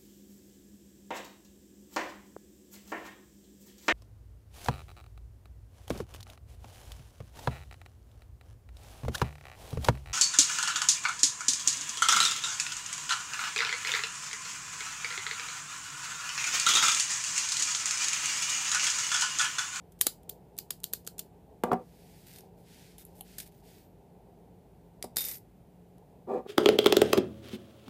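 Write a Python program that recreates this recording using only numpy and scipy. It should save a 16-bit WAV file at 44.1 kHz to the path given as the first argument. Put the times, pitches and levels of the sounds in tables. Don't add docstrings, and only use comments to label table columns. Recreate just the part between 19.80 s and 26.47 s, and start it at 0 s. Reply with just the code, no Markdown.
import sys
import numpy as np
from scipy import signal
from scipy.fft import rfft, irfft
from scipy.io import wavfile

SR = 44100
rng = np.random.default_rng(int(sys.argv[2]) if len(sys.argv) > 2 else 0)


def wrap_up_sound(samples):
    columns = np.atleast_2d(samples).T
    tamed = np.clip(columns, -1, 1)
    steps = np.round(tamed * 32767).astype(np.int16)
    wavfile.write(sys.argv[1], SR, steps)


N = 294147
TIME = np.arange(N) / SR

# f/Hz, level/dB
FAN_RUMBLE = [(20, -34.5), (35, -20), (52, -2), (80, -3.5), (140, -1.5), (180, -1), (215, -6), (310, -9.5),
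              (420, -15), (560, -18.5), (800, -23.5), (1230, -31), (2700, -35), (5700, -42), (14500, -38.5)]
FAN_RUSH = [(120, -15), (300, -9), (410, 5.5), (560, -4), (740, -1), (950, -6.5)]
# f/Hz, level/dB
FAN_HUM = [(53, -65), (175, -60.5), (400, -78)]
# t/s, level/dB, decay/ms
LOCK_TICKS = [(0.1203, -60.5, 4.4), (0.1896, -63, 11), (0.432, -61.5, 2.6), (0.767, -57, 2.2),
              (1.002, -55, 1.8), (1.248, -62, 4.4), (1.8366, -34.5, 1.6), (1.92, -46, 1.6),
              (1.9325, -41, 1), (6.182, -62, 1.35)]
# t/s, level/dB, thud re level/dB, decay/ms, shackle f/Hz,
# shackle gain/dB, spring f/Hz, spring gain/dB, lead of the free-play tick/ms
SHACKLE_CLACKS = [(0.2115, -12.5, 0, 1.54, 3780, 3.5, 10450, 7.5, 4),
                  (0.217, -24, -16, 2.2, 3500, 1, 13300, 6, -7),
                  (0.267, -13, 3.5, 2, 4270, 0.5, 9800, -16, 5),
                  (0.2696, -26, 1.5, 2.8, 4800, -4, 14000, 1, 5),
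                  (0.4951, -32.5, -29, 1.8, 3880, 2, 14500, 12, 2.5),
                  (0.787, -25, -27, 1.5, 4370, 7, 14700, 8, 8.5),
                  (0.9058, -23.5, -1.5, 1.94, 3600, 2, 13500, 3, 1.5),
                  (1.041, -22.5, -10, 1.05, 3700, 8, 13400, 2, 6.5),
                  (1.1345, -21.5, 0, 1.8, 4530, -2, 13600, 4, 5.5),
                  (1.2742, -28, 3.5, 1.62, 6300, 8, 12500, -14, 8),
                  (1.3918, -27.5, -8, 2.86, 4200, -10, 12800, -6, 10.5)]
# f/Hz, level/dB, t60/s
SHACKLE_MODES = [(3010, -9.5, .18), (4200, -2.5, .2), (4440, 0, 0.093), (4900, -6.5, 0.2), (7300, -1.5, .2),
                 (8400, -6, .2)]
# f/Hz, level/dB
STEEL_COLOUR = [(600, -30.5), (1000, -16), (1500, -15.5), (2200, -13.5), (3200, -6.5), (5500, -7.5),
                (6700, -3), (9400, -1), (11400, -2), (13000, 0), (15300, -6)]
# f/Hz, level/dB
THUD_COLOUR = [(100, -19), (250, -6), (450, 2.5), (800, -9), (1500, -6.5), (2600, -14.5)]
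# f/Hz, level/dB
TAIL_COLOUR = [(200, -13), (1500, -0.5), (4500, -2.5), (8000, -2.5), (15000, -2)]
# f/Hz, level/dB
SCATTER_COLOUR = [(200, -14.5), (1200, -13.5), (2400, -10), (3400, -7), (4600, 0.5), (6000, -3.5),
                  (7700, -1), (10000, 0), (13000, 1.5), (15000, 2.5)]
# t/s, level/dB, contact low-pass f/Hz
TABLE_KNOCKS = [(1.8360, -20.5, 2350), (1.9157, -19.5, 1500), (1.919, -29, 1390), (1.9286, -18, 1000),
                (1.9323, -22.5, 1480), (1.9392, -27, 1300), (5.241, -32, 654)]
# f/Hz, level/dB, t60/s
TABLE_MODES = [(178.6, -3.5, 0.17), (240, -1.5, 0.15), (336, -11, 0.076), (390.5, 1.5, 0.076),
               (483, -2.5, 0.1), (546, -11.5, 0.16), (637.7, -11.5, 0.37), (720, -2, 0.11), (758, -1, 0.13),
               (842, -11, 0.2), (924, -8, 0.15), (962.5, -1.5, 0.089), (1052, -7.5, .05), (1177, -2, 0.085),
               (1275, -17.5, 0.093), (1355, -12.5, 0.074), (1660, -27, 0.086), (1878, -34.5, 0.036)]
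# start t/s, length/s, level/dB
LOCK_DRAGS = [(1.837, 0.068, -33.5), (1.937, 0.069, -45), (6.47, 0.11, -31), (6.65, 0.036, -38.5)]
# f/Hz, level/dB
KNOCK_COLOUR = [(90, -3), (220, -5), (900, -1), (1500, -10.5), (2400, -18), (6000, -17)]
DRAG_COLOUR = [(100, -10), (210, -11), (380, 2.5), (480, 4), (700, -7.5), (1200, -8), (1900, -9),
               (2500, -21), (6000, -32.5), (12000, -37)]
# start t/s, length/s, fastest point/share of length, level/dB, treble/dB
HAND_STROKES = [(1.937, 0.77, 0.67, -63, -8.5), (2.824, 0.4, 0.34, -58, -15), (3.429, 0.29, 0.28, -59, -11),
                (3.818, .27, 0.27, -62, -9)]
# f/Hz, level/dB
RUB_COLOUR = [(880, -33), (1500, -3.5), (2090, -1), (3060, -2), (4850, -2), (6010, -5.5), (12900, -3.5),
              (14300, -1), (15500, -6.5)]
# start t/s, length/s, level/dB, treble/dB, ring re level/dB
PICK_SCRAPES = [(2.46, 0.13, -60, -7, -9), (2.767, 0.069, -75.5, -1, -15), (3.178, 0.044, -58.5, -1, -4),
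                (3.247, 0.1, -72.5, -6, -13), (3.35, .06, -71, 5, -20), (3.586, .045, -55, 0, -18),
                (3.654, 0.023, -65, 3, -15), (3.71, 0.1, -73.5, -4.5, -18)]
# f/Hz, level/dB, t60/s
PICK_MODES = [(3660, -3.5, .17), (4922, -9, .1), (8376, -16, .13), (9320, -8, .13), (11803, 0, .13),
              (14088, 0, .14)]
# t/s, tap level/dB, ring level/dB, decay/ms, f/Hz favoured by the contact
PICK_CONTACTS = [(2.475, -58, -68, 3.3, 9320), (2.5363, -49, -58, 2.2, 11800), (2.56, -45, -54, 3, 9320),
                 (2.585, -44.5, -53, 3, 11800), (2.607, -46, -67, 2, 11800), (3.583, -33, -40, 5.5, 11800),
                 (3.601, -34.5, -48, 5.2, 9320), (5.2259, -25.5, -55, 1.7, 5010),
                 (5.2424, -38, -60, 3.3, 4922), (5.360, -36, -38, 4.3, 14090),
                 (5.3687, -12, -27, .8, 12100), (5.3841, -20, -25.5, 1, 14090), (5.393, -25, -32, .9, 3660)]
# f/Hz, level/dB
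TAP_COLOUR = [(500, -6), (1200, -14.5), (2000, -4), (3300, -8), (5000, -1.5), (7000, -2.5), (9500, 1.5),
              (12000, -3), (15000, -5)]
# t/s, level/dB, decay/ms, low-cut f/Hz
NAIL_CLICKS = [(3.182, -39, 1.6, 1500), (3.2512, -35.5, 0.91, 7000), (3.265, -49, 1.5, 7000),
               (3.409, -31.5, 1.53, 200), (3.7221, -61.5, 1.8, 5000)]
# f/Hz, width/Hz, level/dB
FLAT_PICK_BANDS = [(780, 61, 8.5), (3280, 1200, -9), (7380, 540, -9), (11000, 1230, 2.5), (14300, 650, -14)]
# start t/s, length/s, top of the pitch arch t/s, its f/Hz, level/dB
PICK_SQUEAKS = [(3.735, .085, 3.705, 15200, -69), (3.87, 0.32, 3.96, 14800, -69.5)]


def undb(db):
    return 10 ** (np.asarray(db) / 20)


def unit(x):
    return x / np.sqrt(np.mean(x ** 2))


def add(track, s, sound):
    i = int(s * SR)
    track[i:i + len(sound)] += sound[:N - i]


def colour(x, points, size=2048):
    hz, db = np.transpose(points)
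    grid = np.maximum(np.fft.rfftfreq(size, 1 / SR), 1)
    cepstrum = irfft(np.log(undb(np.interp(np.log(grid), np.log(hz), db))))
    cepstrum[1:size // 2] *= 2
    cepstrum[size // 2 + 1:] = 0
    response = irfft(np.exp(rfft(cepstrum)))
    return signal.fftconvolve(x, response / np.linalg.norm(response))[:len(x)]


def cut(x, hz, kind="low", order=2):
    return signal.sosfilt(signal.butter(order, hz, kind, fs=SR, output="sos"), x)


def resonate(x, hz, width):
    return signal.lfilter(*signal.iirpeak(hz, hz / width, fs=SR), x)


def walk(rate):
    knots = rng.standard_normal(int(N / SR * rate) + 2)
    return unit(np.interp(TIME * rate, np.arange(len(knots)), knots))


def patter(rate, spread_db):
    return (rng.random(N) < rate / SR) * undb(spread_db * rng.standard_normal(N))


def crack(decay_ms, rise_ms=0.15):
    ms = TIME[:SR // 2] * 1000
    shape = np.exp(-ms / decay_ms) * (1 - np.exp(-ms / rise_ms))
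    burst = shape * rng.standard_normal(len(ms))
    return burst * np.linalg.norm(shape) / np.linalg.norm(burst)


def ring(modes, scatter_db):
    t = TIME[:SR // 2]
    hz, db, t60 = np.transpose(modes)[:, :, None]
    size = undb(db + scatter_db * rng.standard_normal(hz.shape))
    phase = 2 * np.pi * rng.random(hz.shape)
    partials = size * np.sin(2 * np.pi * hz * t + phase) * undb(-60 * t / t60)
    return partials.sum(axis=0) / np.linalg.norm(size)


def push(start, length, attack_s, release_s):
    rise = np.clip((TIME - start) / attack_s, 0, 1)
    return rise * np.exp(-np.maximum(TIME - start - length, 0) / release_s)


def sweep(start, length, fastest=0.37):
    turn = np.interp(TIME, [start, start + fastest * length, start + length], [0, 0.5, 1])
    return np.abs(np.sin(np.pi * turn))


def fan():
    rumble = undb(-58.5) * unit(colour(rng.standard_normal(N), FAN_RUMBLE, size=8192))
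    rush = unit(cut(colour(rng.standard_normal(N), FAN_RUSH), 954, order=14))
    rush_db = -62.3 + 1.3 * walk(3) + 1.6 * walk(14)
    hum = sum(undb(db + 2 * walk(11)) * np.sin(2 * np.pi * np.cumsum(hz + 3 * walk(12)) / SR)
              for hz, db in FAN_HUM)
    return rumble + undb(rush_db) * rush + hum


def padlock():
    steel, body, after_ring = np.zeros((3, N))
    for s, db, thud_db, decay_ms, shackle_hz, shackle_db, spring_hz, spring_db, lead_ms in SHACKLE_CLACKS:
        rise_ms = 0.43 * decay_ms
        blow = undb(db) * crack(decay_ms, rise_ms)
        shackle = undb(shackle_db) * resonate(blow, shackle_hz, width=520)
        spring = undb(spring_db) * resonate(blow, spring_hz, width=800)
        add(steel, s - lead_ms / 1000, undb(-44.5) * crack(decay_ms=3.6))
        add(steel, s, blow + shackle + spring)
        add(body, s, undb(db + thud_db) * crack(decay_ms, rise_ms))
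        shiver_hz = 4400 * (1 + 0.11 * rng.uniform(-1, 1))
        add(steel, s + 0.011, undb(db - 13.5) * resonate(crack(decay_ms=8.9), shiver_hz, width=280))
        add(after_ring, s, undb(db) * ring(SHACKLE_MODES, scatter_db=2.5))
    for s, db, decay_ms in LOCK_TICKS:
        add(steel, s, undb(db) * crack(decay_ms))
    clacks = undb(5.5) * colour(steel, STEEL_COLOUR)
    thuds = undb(-7.5) * colour(body, THUD_COLOUR)
    return clacks + thuds + undb(-29) * after_ring


def room(x, t60, wet_db, echo_s=0.0087, echo_db=-24):
    t = TIME[:SR // 2]
    envelope = undb(-60 * t / t60) * (1 - np.exp(-t / 0.00083))
    tail = envelope * colour(rng.standard_normal(len(t)), TAIL_COLOUR)
    tail *= undb(wet_db) / np.linalg.norm(tail)
    add(tail, echo_s, np.array([undb(echo_db)]))
    return x + signal.fftconvolve(x, tail)[:N]


def diffuse(x, t60, wet_db):
    t = TIME[:SR // 2]
    decay = (undb(-60 * t / t60) * (1 - np.exp(-t / 0.0026))) ** 2
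    power = signal.fftconvolve(x ** 2, decay / decay.sum())[:N]
    return undb(wet_db) * np.sqrt(np.abs(power)) * colour(rng.standard_normal(N), SCATTER_COLOUR)


def table_top():
    board = np.zeros(N)
    for s, db, contact_hz in TABLE_KNOCKS:
        blow = undb(3) * colour(crack(decay_ms=3.93), KNOCK_COLOUR)
        knock = blow + undb(-0.5) * ring(TABLE_MODES, scatter_db=2)
        add(board, s, undb(db) * cut(knock, contact_hz))
    slips = patter(rate=900, spread_db=0.5)
    slip_response = ring(TABLE_MODES, scatter_db=2) + undb(-1) * crack(decay_ms=3.8)
    judder = signal.fftconvolve(slips - slips.mean(), slip_response)[:N]
    judder = unit(colour(judder, DRAG_COLOUR))
    for start, length, db in LOCK_DRAGS:
        board += undb(db) * push(start, length, attack_s=0.023, release_s=0.021) * judder
    return cut(board, 114, "high")


def rubbing(hiss, db, treble_db):
    treble = undb(5.5 + treble_db) * cut(hiss, 9100, "high")
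    return undb(db) * (cut(hiss, 8200) - treble)


def hands():
    catches = patter(rate=680, spread_db=3.5) * rng.standard_normal(N)
    hiss = unit(colour(rng.standard_normal(N) + undb(-10) * unit(catches), RUB_COLOUR))
    return sum(sweep(start, length, fastest) * rubbing(hiss, db, treble_db)
               for start, length, fastest, db, treble_db in HAND_STROKES)


def pick_scrapes():
    catches = patter(rate=700, spread_db=0.5) * rng.standard_normal(N)
    grit = unit(catches) + undb(0.5) * rng.standard_normal(N)
    hiss = unit(colour(grit, RUB_COLOUR))
    ringing = unit(signal.fftconvolve(grit, ring(PICK_MODES, scatter_db=2))[:N])
    out = np.zeros(N)
    for start, length, db, treble_db, ring_db in PICK_SCRAPES:
        scrape = rubbing(hiss, db, treble_db) + undb(db + ring_db) * ringing
        out += push(start, length, attack_s=0.0085, release_s=0.011) * scrape
    return out


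def pick_taps(rest_s=5.575):
    taps, rings = np.zeros((2, N))
    contacts = [(*hit, 0) for hit in PICK_CONTACTS] + list(bounces())
    for s, db, ring_db, decay_ms, favoured_hz, tilt_db in contacts:
        hz, mode_db, t60 = np.transpose(PICK_MODES)
        emphasis_db = tilt_db * np.log2(hz / favoured_hz) + 7 * np.exp(-((hz - favoured_hz) / 900) ** 2)
        modes = np.column_stack([hz, mode_db + emphasis_db, t60])
        add(taps, s, undb(db) * crack(decay_ms, rise_ms=0.054))
        rings[int(s * SR):] = 0
        add(rings, s, undb(ring_db) * ring(modes, scatter_db=1.5))
    damping = np.exp(-np.maximum(TIME - rest_s, 0) / 0.016)
    return colour(taps + chatter(), TAP_COLOUR) + rings * damping


def nails():
    clicks = np.zeros(N)
    for s, db, decay_ms, low_cut_hz in NAIL_CLICKS:
        add(clicks, s, undb(db) * cut(crack(decay_ms), low_cut_hz, "high"))
    return undb(8.5) * sum(undb(db) * resonate(clicks, hz, width) for hz, width, db in FLAT_PICK_BANDS)


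def pick_squeaks(bend_hz_per_s2=120000):
    out = np.zeros(N)
    for start, length, top_s, top_hz, db in PICK_SQUEAKS:
        arch_hz = np.maximum(top_hz - bend_hz_per_s2 * (TIME - top_s) ** 2, 0)
        hz = arch_hz * (1 + 0.0074 * walk(900))
        out += undb(db) * sweep(start, length) ** 2 * np.sin(2 * np.pi * np.cumsum(hz) / SR)
    return out


def chatter(start=5.366, length=0.18, sag_db_per_s=36):
    pulses = signal.fftconvolve(patter(rate=710, spread_db=0), np.exp(-TIME[:SR // 20] / 0.0038))[:N]
    buzz = unit(pulses * rng.standard_normal(N))
    db = -38.5 - sag_db_per_s * np.maximum(TIME - start, 0)
    return undb(db) * push(start, length, attack_s=0.0039, release_s=0.02) * buzz


def bounces(s=5.4065, first_flight_s=0.0435, rebound=0.81, decay_ms=0.9, favoured_hz=13000):
    for k in range(8):
        tap_db, ring_db = -24.5 - 3 * k, -27 - 3 * k
        tilt_db = 2.5 * k
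        yield s, tap_db, ring_db, decay_ms, favoured_hz, tilt_db
        s += first_flight_s * rebound ** k


def scene():
    lock = padlock()
    in_hand = room(lock, t60=0.17, wet_db=-17) + diffuse(lock, t60=0.17, wet_db=-14)
    on_table = room(pick_taps() + table_top() + nails(), t60=0.16, wet_db=-11.5)
    return (in_hand + on_table + hands() + pick_scrapes() + pick_squeaks() + fan())[None]


def record(dry):
    top_cut = signal.ellip(10, 0.2, 70, 15350, fs=SR, output="sos")
    return signal.sosfilt(top_cut, cut(dry, 39.68, "high", order=4))


dry = scene()
out = record(dry)
wrap_up_sound(out)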